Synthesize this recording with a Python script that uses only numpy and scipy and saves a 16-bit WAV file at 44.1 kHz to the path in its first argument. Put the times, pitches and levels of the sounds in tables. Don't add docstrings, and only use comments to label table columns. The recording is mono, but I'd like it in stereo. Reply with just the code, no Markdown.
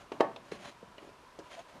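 import sys
import numpy as np
from scipy import signal
from scipy.fft import rfft, irfft
from scipy.io import wavfile

SR = 44100
rng = np.random.default_rng(int(sys.argv[2]) if len(sys.argv) > 2 else 0)


def wrap_up_sound(samples):
    columns = np.atleast_2d(samples).T
    tamed = np.clip(columns, -1, 1)
    steps = np.round(tamed * 32767).astype(np.int16)
    wavfile.write(sys.argv[1], SR, steps)


N = 79380


# frequency in Hz, relative density in dB per Hz.
AIR_SPECTRUM = [(10, -36), (30, -9), (110, -10), (200, -9.5), (400, -9.5), (720, -8.5), (850, -11.5),
                (1170, -9.5), (1300, -9), (2050, -17), (2450, -17), (3000, -18.5), (5000, -23.5),
                (11500, -34), (15000, -47)]
# frequency in Hz, left-right likeness.
AIR_LIKENESS = [(40, 0.52), (250, 0.41), (1000, 0.49), (3000, 0.15), (10000, 0.038)]
AIR_DB, AIR_PAN_DB = -57, -2
WHIR_HZ, WHIR_WIDTH_HZ, WHIR_DB, WHIR_LIKENESS = 990, 135, -62.3, 0.55

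# start in seconds, rise in seconds, fall in seconds, hiss level in dB,
# level of the wood's hum in dB, level of the low rumble in dB.
RUB_STROKES = [(-0.02, 0.012, 0.088, -57.5, -55, -56.5), (0.124, 0.0073, 0.22, -62.5, -56, -51),
               (0.431, 0.029, 0.13, -61, -63.5, -64), (0.512, 0.0062, 0.099, -51.5, -53.5, -55.5),
               (0.563, 0.1, 0.083, -48.5, -52, -55), (0.98, 0.047, 0.15, -63.5, -62.5, -62),
               (1.39, 0.1, 0.14, -61.5, -61, -89), (1.494, 0.034, 0.068, -49.5, -58, -65),
               (1.558, 0.024, 0.028, -59, -52, -69), (1.585, 0.017, 0.04, -54, -54.5, -64),
               (1.629, 0.064, 0.1, -62, -60, -77), (1.733, 0.02, 0.072, -81, -53.5, -60)]
# frequency in Hz, relative density in dB per Hz.
RUB_HISS = [(120, -25), (400, 3.5), (1200, 9), (1900, 10), (3200, 8), (4300, 2), (5500, -2), (6700, 1),
            (8000, -11), (10000, -6.5), (15000, -49)]
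# frequency in Hz, width in Hz, relative level in dB.
RUB_HUM = [(591, 45, 8.5), (676, 110, 10), (1660, 41, -12.5), (3040, 100, -38), (3860, 75, -25)]
# start in seconds, rise in seconds,
# fall in seconds, pitch in Hz, level in dB.
SQUEAKS = [(0.522, .015, 0.034, 4200, -60), (0.628, .035, 0.066, 4050, -60.5),
           (1.505, 0.016, 0.036, 3140, -55), (1.562, 0.017, 0.042, 679, -52.5),
           (1.585, 0.014, 0.013, 6460, -64.5)]
SQUEAK_Q = 16
GRAINS_PER_S, GRAIN_SHARE = 700, 0.33
JUDDER_HZ, JUDDER_DB = 70, 1.5
RUMBLE_LOW_HZ, RUMBLE_TOP_HZ = 138, 443
RUB_LIKENESS, RUB_PAN_DB = 0.28, -1

# start in seconds, thud level in dB, thud pitch in Hz, ring level in dB,
# contact brightness in Hz, muting by the hands in dB/s, crack level in dB, crack centre in Hz,
# crack t60 in seconds, tick level in dB.
KNOCKS = [(0.1184, -28, 422, -36.5, 3070, 701, -39, 2560, 0.038, -44),
          (0.1997, -33.5, 617, -45, 2500, 297, -36, 2190, 0.047, -49),
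          (0.2059, -9, 470, -22.5, 4180, 28, -20, 1760, 0.018, -32.5),
          (0.2279, -32, 330, -46, 1500, 300, -40, 1730, 0.058, -63),
          (0.2462, -22.5, 610, -48, 2500, 300, -47, 1800, 0.049, -59),
          (0.3612, -50, 480, -45, 1200, 150, -37, 3100, 0.025, -60),
          (0.517, -48, 192, -45, 4170, 719, -42.5, 1900, 0.053, -45),
          (0.5203, -28, 423, -54, 800, 401.5, -53, 5940, 0.019, -68),
          (0.533, -43, 192, -66, 1210, 400, -46, 3820, 0.014, -61),
          (0.5468, -40.5, 194, -59, 1220, 400, -51, 2210, 0.027, -69),
          (0.8280, -41.5, 458, -47.5, 404, 504, -71, 2000, 0.025, -70),
          (0.9825, -57, 474, -59, 3000, 500, -48, 2230, 0.046, -62),
          (1.027, -48.5, 384, -47, 433, 100, -50, 1870, 0.014, -75),
          (1.0450, -48.5, 420, -63, 446, 194, -72, 2030, .03, -67),
          (1.073, -48, 310, -52, 500, 200, -70, 1990, 0.024, -71),
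          (1.091, -47, 410, -54, 500, 300, -60, 2040, .03, -59),
          (1.235, -52, 402, -62, 510, 328, -73, 2000, 0.04, -69),
          (1.3885, -44, 510, -56, 497, 300, -56.5, 5600, 0.066, -47),
          (1.3943, -38, 374, -54.5, 1500, 248, -51.5, 1090, 0.17, -53)]
# frequency in Hz, relative level in dB, t60 in seconds, pan in dB.
MODES = [(270, -14, 0.07, -2), (315, -10, 0.14, -3), (374, -9, 0.12, -1), (407, -2, 0.085, -1),
         (486, -14, 0.17, -2), (577, 2.5, 0.105, -4), (657, 1, 0.11, 0), (771, 0, 0.115, 4),
         (862, -6, 0.13, -6), (900, 2, 0.065, -11), (976, -8, 0.11, -2), (1110, 1, 0.065, 2),
         (1175, -2, 0.019, -5), (1545, -9, 0.05, -9), (1694, -10, 0.055, 1), (1765, -9, 0.065, -9),
         (1885, -6, 0.035, -10), (2255, -17, 0.04, -8), (2725, -8.5, 0.03, -1), (3110, -7, 0.028, -8),
         (3790, -9, .03, -4)]
THUD_CYCLES = 0.48
HARD_CONTACT_HZ, THUD_SOFTENING = 3950, 0.3
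RING_RISE_S = 0.0011
RING_SPREAD = 0.29
CRACK_SPAN = 1.27
TICK_LOW_HZ, TICK_TOP_HZ, TICK_T60_S = 1920, 5460, 0.03
BURST_RISE_S, BURST_LIKENESS = 0.0013, 0.27
THUD_PAN_DB, CRACK_PAN_DB = -1.5, -2
KNOCK_BASS_CUT_HZ = 278

# frequency in Hz, level in dB, t60 in seconds, left-right likeness.
ROOM = [(95, 6.5, 0.84, 1), (293, -13.5, 0.32, 0.94), (760, -7.5, 0.27, 0.82), (1460, -4, 0.35, 0.43),
        (3530, -15, 0.37, 0.38), (10200, -6.5, 0.11, 0.4)]
ROOM_DELAY_S, ROOM_BUILD_S = 0.0027, 0.0025

# start in seconds, body level in dB, body centre in Hz,
# click level in dB, click centre in Hz.
LID_TAPS = [(0.5167, -41, 190, -44, 4300), (0.8300, -44.5, 193, -75, 1990), (0.9818, -46, 520, -43.5, 2700),
            (1.3887, -44, 466, -55, 2030), (1.3946, -46, 430, -65, 1810)]
# frequency in Hz, relative level in dB, t60 in seconds.
LID_MODES = [(194, 0, .07), (328, 2, .11), (412, 0, .06), (572, 1, .08), (1940, -2, .05), (2880, 0, .026),
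             (4050, -2, .03)]
LID_FOCUS_DB = 33
LID_PAN_DB, LID_BASS_CUT_HZ = -3, 133

CUTOFF_HZ = 15150


def from_db(db):
    return 10 ** (np.asarray(db) / 20)


def rms_one(x):
    return x / np.sqrt(np.mean(x ** 2) + 1e-20)


def at_hz(points, hz, axis=1):
    points = np.array(points)
    return np.interp(np.log(hz + 1e-9), np.log(points[:, 0]), points[:, axis])


def pan(db):
    return from_db(np.array([[db], [-db]]) / 2)


def butter(x, hz, kind, order=2):
    sos = signal.butter(order, np.clip(hz, 10, 0.45 * SR), kind, fs=SR, output="sos")
    return signal.sosfilt(sos, x + 1e-18)


def stereo(pair, alike):
    alike = np.clip(alike, -1, 1)
    common = np.sqrt(1 + alike) * pair[0]
    opposed = np.sqrt(1 - alike) * pair[1] * np.array([[1], [-1]])
    return (common + opposed) / np.sqrt(2)


def colour(pair, spectrum, likeness):
    hz = np.arange(N // 2 + 1) * SR / N
    shaped = stereo(rfft(pair), likeness(hz)) * from_db(at_hz(spectrum, hz))
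    return rms_one(irfft(shaped, N))


def resonate(x, hz, width_hz):
    radius = np.exp(-np.pi * width_hz / SR)
    poles = [1, -2 * radius * np.cos(2 * np.pi * hz / SR), radius * radius]
    return rms_one(signal.lfilter([1, 0, -1], poles, x))


def swell(s, rise, fall):
    ramp = np.interp(np.arange(N) / SR, [s, s + rise, s + rise + fall], [0, 1, 0])
    return np.sin(np.pi / 2 * ramp) ** 2


def add(out, s, sound):
    start = max(int(s * SR), 0)
    out[:, start:start + sound.shape[-1]] += sound[:, :N - start]


def air():
    hiss = colour(rng.standard_normal((2, N)), AIR_SPECTRUM, lambda hz: at_hz(AIR_LIKENESS, hz))
    whir = stereo(rng.standard_normal((2, N)), WHIR_LIKENESS)
    for _ in range(2):
        whir = resonate(whir, WHIR_HZ, WHIR_WIDTH_HZ)
    return (from_db(AIR_DB) * hiss + from_db(WHIR_DB) * whir) * pan(AIR_PAN_DB)


def rubs():
    slips = (rng.random((2, N)) < GRAINS_PER_S / SR) * rng.standard_normal((2, N))
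    judder = from_db(JUDDER_DB * rms_one(butter(rng.standard_normal(N), JUDDER_HZ, "low")))
    smooth = rng.standard_normal((2, N))
    friction = (smooth * (1 - GRAIN_SHARE) + rms_one(slips) * GRAIN_SHARE) * judder

    hiss = colour(friction, RUB_HISS, lambda hz: RUB_LIKENESS)
    push = stereo(friction, 1.0)
    hum = rms_one(sum(from_db(db) * resonate(push, hz, width) for hz, width, db in RUB_HUM))
    rumble = rms_one(butter(push, [RUMBLE_LOW_HZ, RUMBLE_TOP_HZ], "band"))

    out = np.zeros((2, N))
    for s, rise, fall, hiss_db, hum_db, rumble_db in RUB_STROKES:
        stroke = from_db(hiss_db) * hiss + from_db(hum_db) * hum + from_db(rumble_db) * rumble
        out += swell(s, rise, fall) * stroke
    return (out + squeaks(friction)) * pan(RUB_PAN_DB)


def squeaks(friction):
    out = np.zeros((2, N))
    for s, rise, fall, hz, db in SQUEAKS:
        squeak = stereo(friction, RUB_LIKENESS)
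        for _ in range(2):
            squeak = resonate(squeak, hz, hz / SQUEAK_Q)
        out += swell(s, rise, fall) * from_db(db) * squeak
    return out


def wood_modes(t):
    wood = np.zeros((2, len(t)))
    side = np.array([[-1], [1]])
    for k, (hz, db, t60, pan_db) in enumerate(MODES):
        phase = side * RING_SPREAD * (-1) ** k * min(hz / 1000, 1.2) ** 2
        wood -= pan(pan_db) * from_db(db - 60 * t / t60) * np.sin(2 * np.pi * hz * t + phase)
    return wood


def burst(t, db, low_hz, high_hz, t60):
    high_hz = max(high_hz, low_hz * 1.1)
    envelope = from_db(db - 60 * t / t60) * (1 - np.exp(-t / BURST_RISE_S))
    noise = stereo(rng.standard_normal((2, len(t))), BURST_LIKENESS) * envelope
    band_gain = np.sqrt(SR / 2 / (high_hz - low_hz))
    return butter(noise, [low_hz, high_hz], "band") * band_gain


def knocks():
    out, t = np.zeros((2, N)), np.arange(SR // 2) / SR
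    wood = wood_modes(t)
    for (s, thud_db, thud_hz, ring_db, contact_hz, muting,
         crack_db, crack_hz, crack_t60, tick_db) in KNOCKS:
        age = t * thud_hz / THUD_CYCLES * (contact_hz / HARD_CONTACT_HZ) ** THUD_SOFTENING
        thud = -from_db(thud_db) * age * np.exp(1 - age) * np.sin(2 * np.pi * thud_hz * t)
        ring_envelope = from_db(ring_db - max(muting, 0) * t) * (1 - np.exp(-t / RING_RISE_S))
        ring = ring_envelope * butter(wood, contact_hz, "low")
        crack = burst(t, crack_db, crack_hz / CRACK_SPAN, crack_hz * CRACK_SPAN, crack_t60)
        tick = burst(t, tick_db, TICK_LOW_HZ, TICK_TOP_HZ, TICK_T60_S)
        add(out, s, thud * pan(THUD_PAN_DB) + ring + crack * pan(CRACK_PAN_DB) + tick)
    return butter(out, KNOCK_BASS_CUT_HZ, "high")


def workshop(x):
    t = np.arange(SR // 2) / SR
    tail = np.zeros((2, len(t)))
    onset = np.clip((t - ROOM_DELAY_S) / ROOM_BUILD_S, 0, 1)
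    edges = 60 * 2.0 ** np.arange(9)
    for low, high in zip(edges, edges[1:]):
        db, t60, alike = (at_hz(ROOM, np.sqrt(low * high), axis=k) for k in range(1, 4))
        noise = stereo(rng.standard_normal((2, len(t))), alike) * onset
        decaying = butter(noise * from_db(db - 60 * t / t60), [low, high], "band")
        tail += decaying * np.sqrt(2 * np.log(1000) / (t60 * SR))
    return signal.fftconvolve(x, tail, axes=1)[:, :N]


def lid():
    out, t = np.zeros((2, N)), np.arange(SR // 4) / SR
    for s, body_db, body_hz, click_db, click_hz in LID_TAPS:
        for hz, db, t60 in LID_MODES:
            body = from_db(body_db - LID_FOCUS_DB * np.log2(hz / body_hz) ** 2)
            click = from_db(click_db - LID_FOCUS_DB * np.log2(hz / click_hz) ** 2)
            mode = from_db(db - 60 * t / t60) * np.sin(2 * np.pi * hz * t)
            add(out, s, -(body + click) * mode * pan(LID_PAN_DB))
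    return butter(out, LID_BASS_CUT_HZ, "high")


def scene():
    hits = knocks() + lid()
    return hits + workshop(hits) + rubs() + air()


def record(dry):
    return signal.sosfilt(signal.ellip(12, 0.1, 80, CUTOFF_HZ, fs=SR, output="sos"), dry)


dry = scene()
out = record(dry)
wrap_up_sound(out)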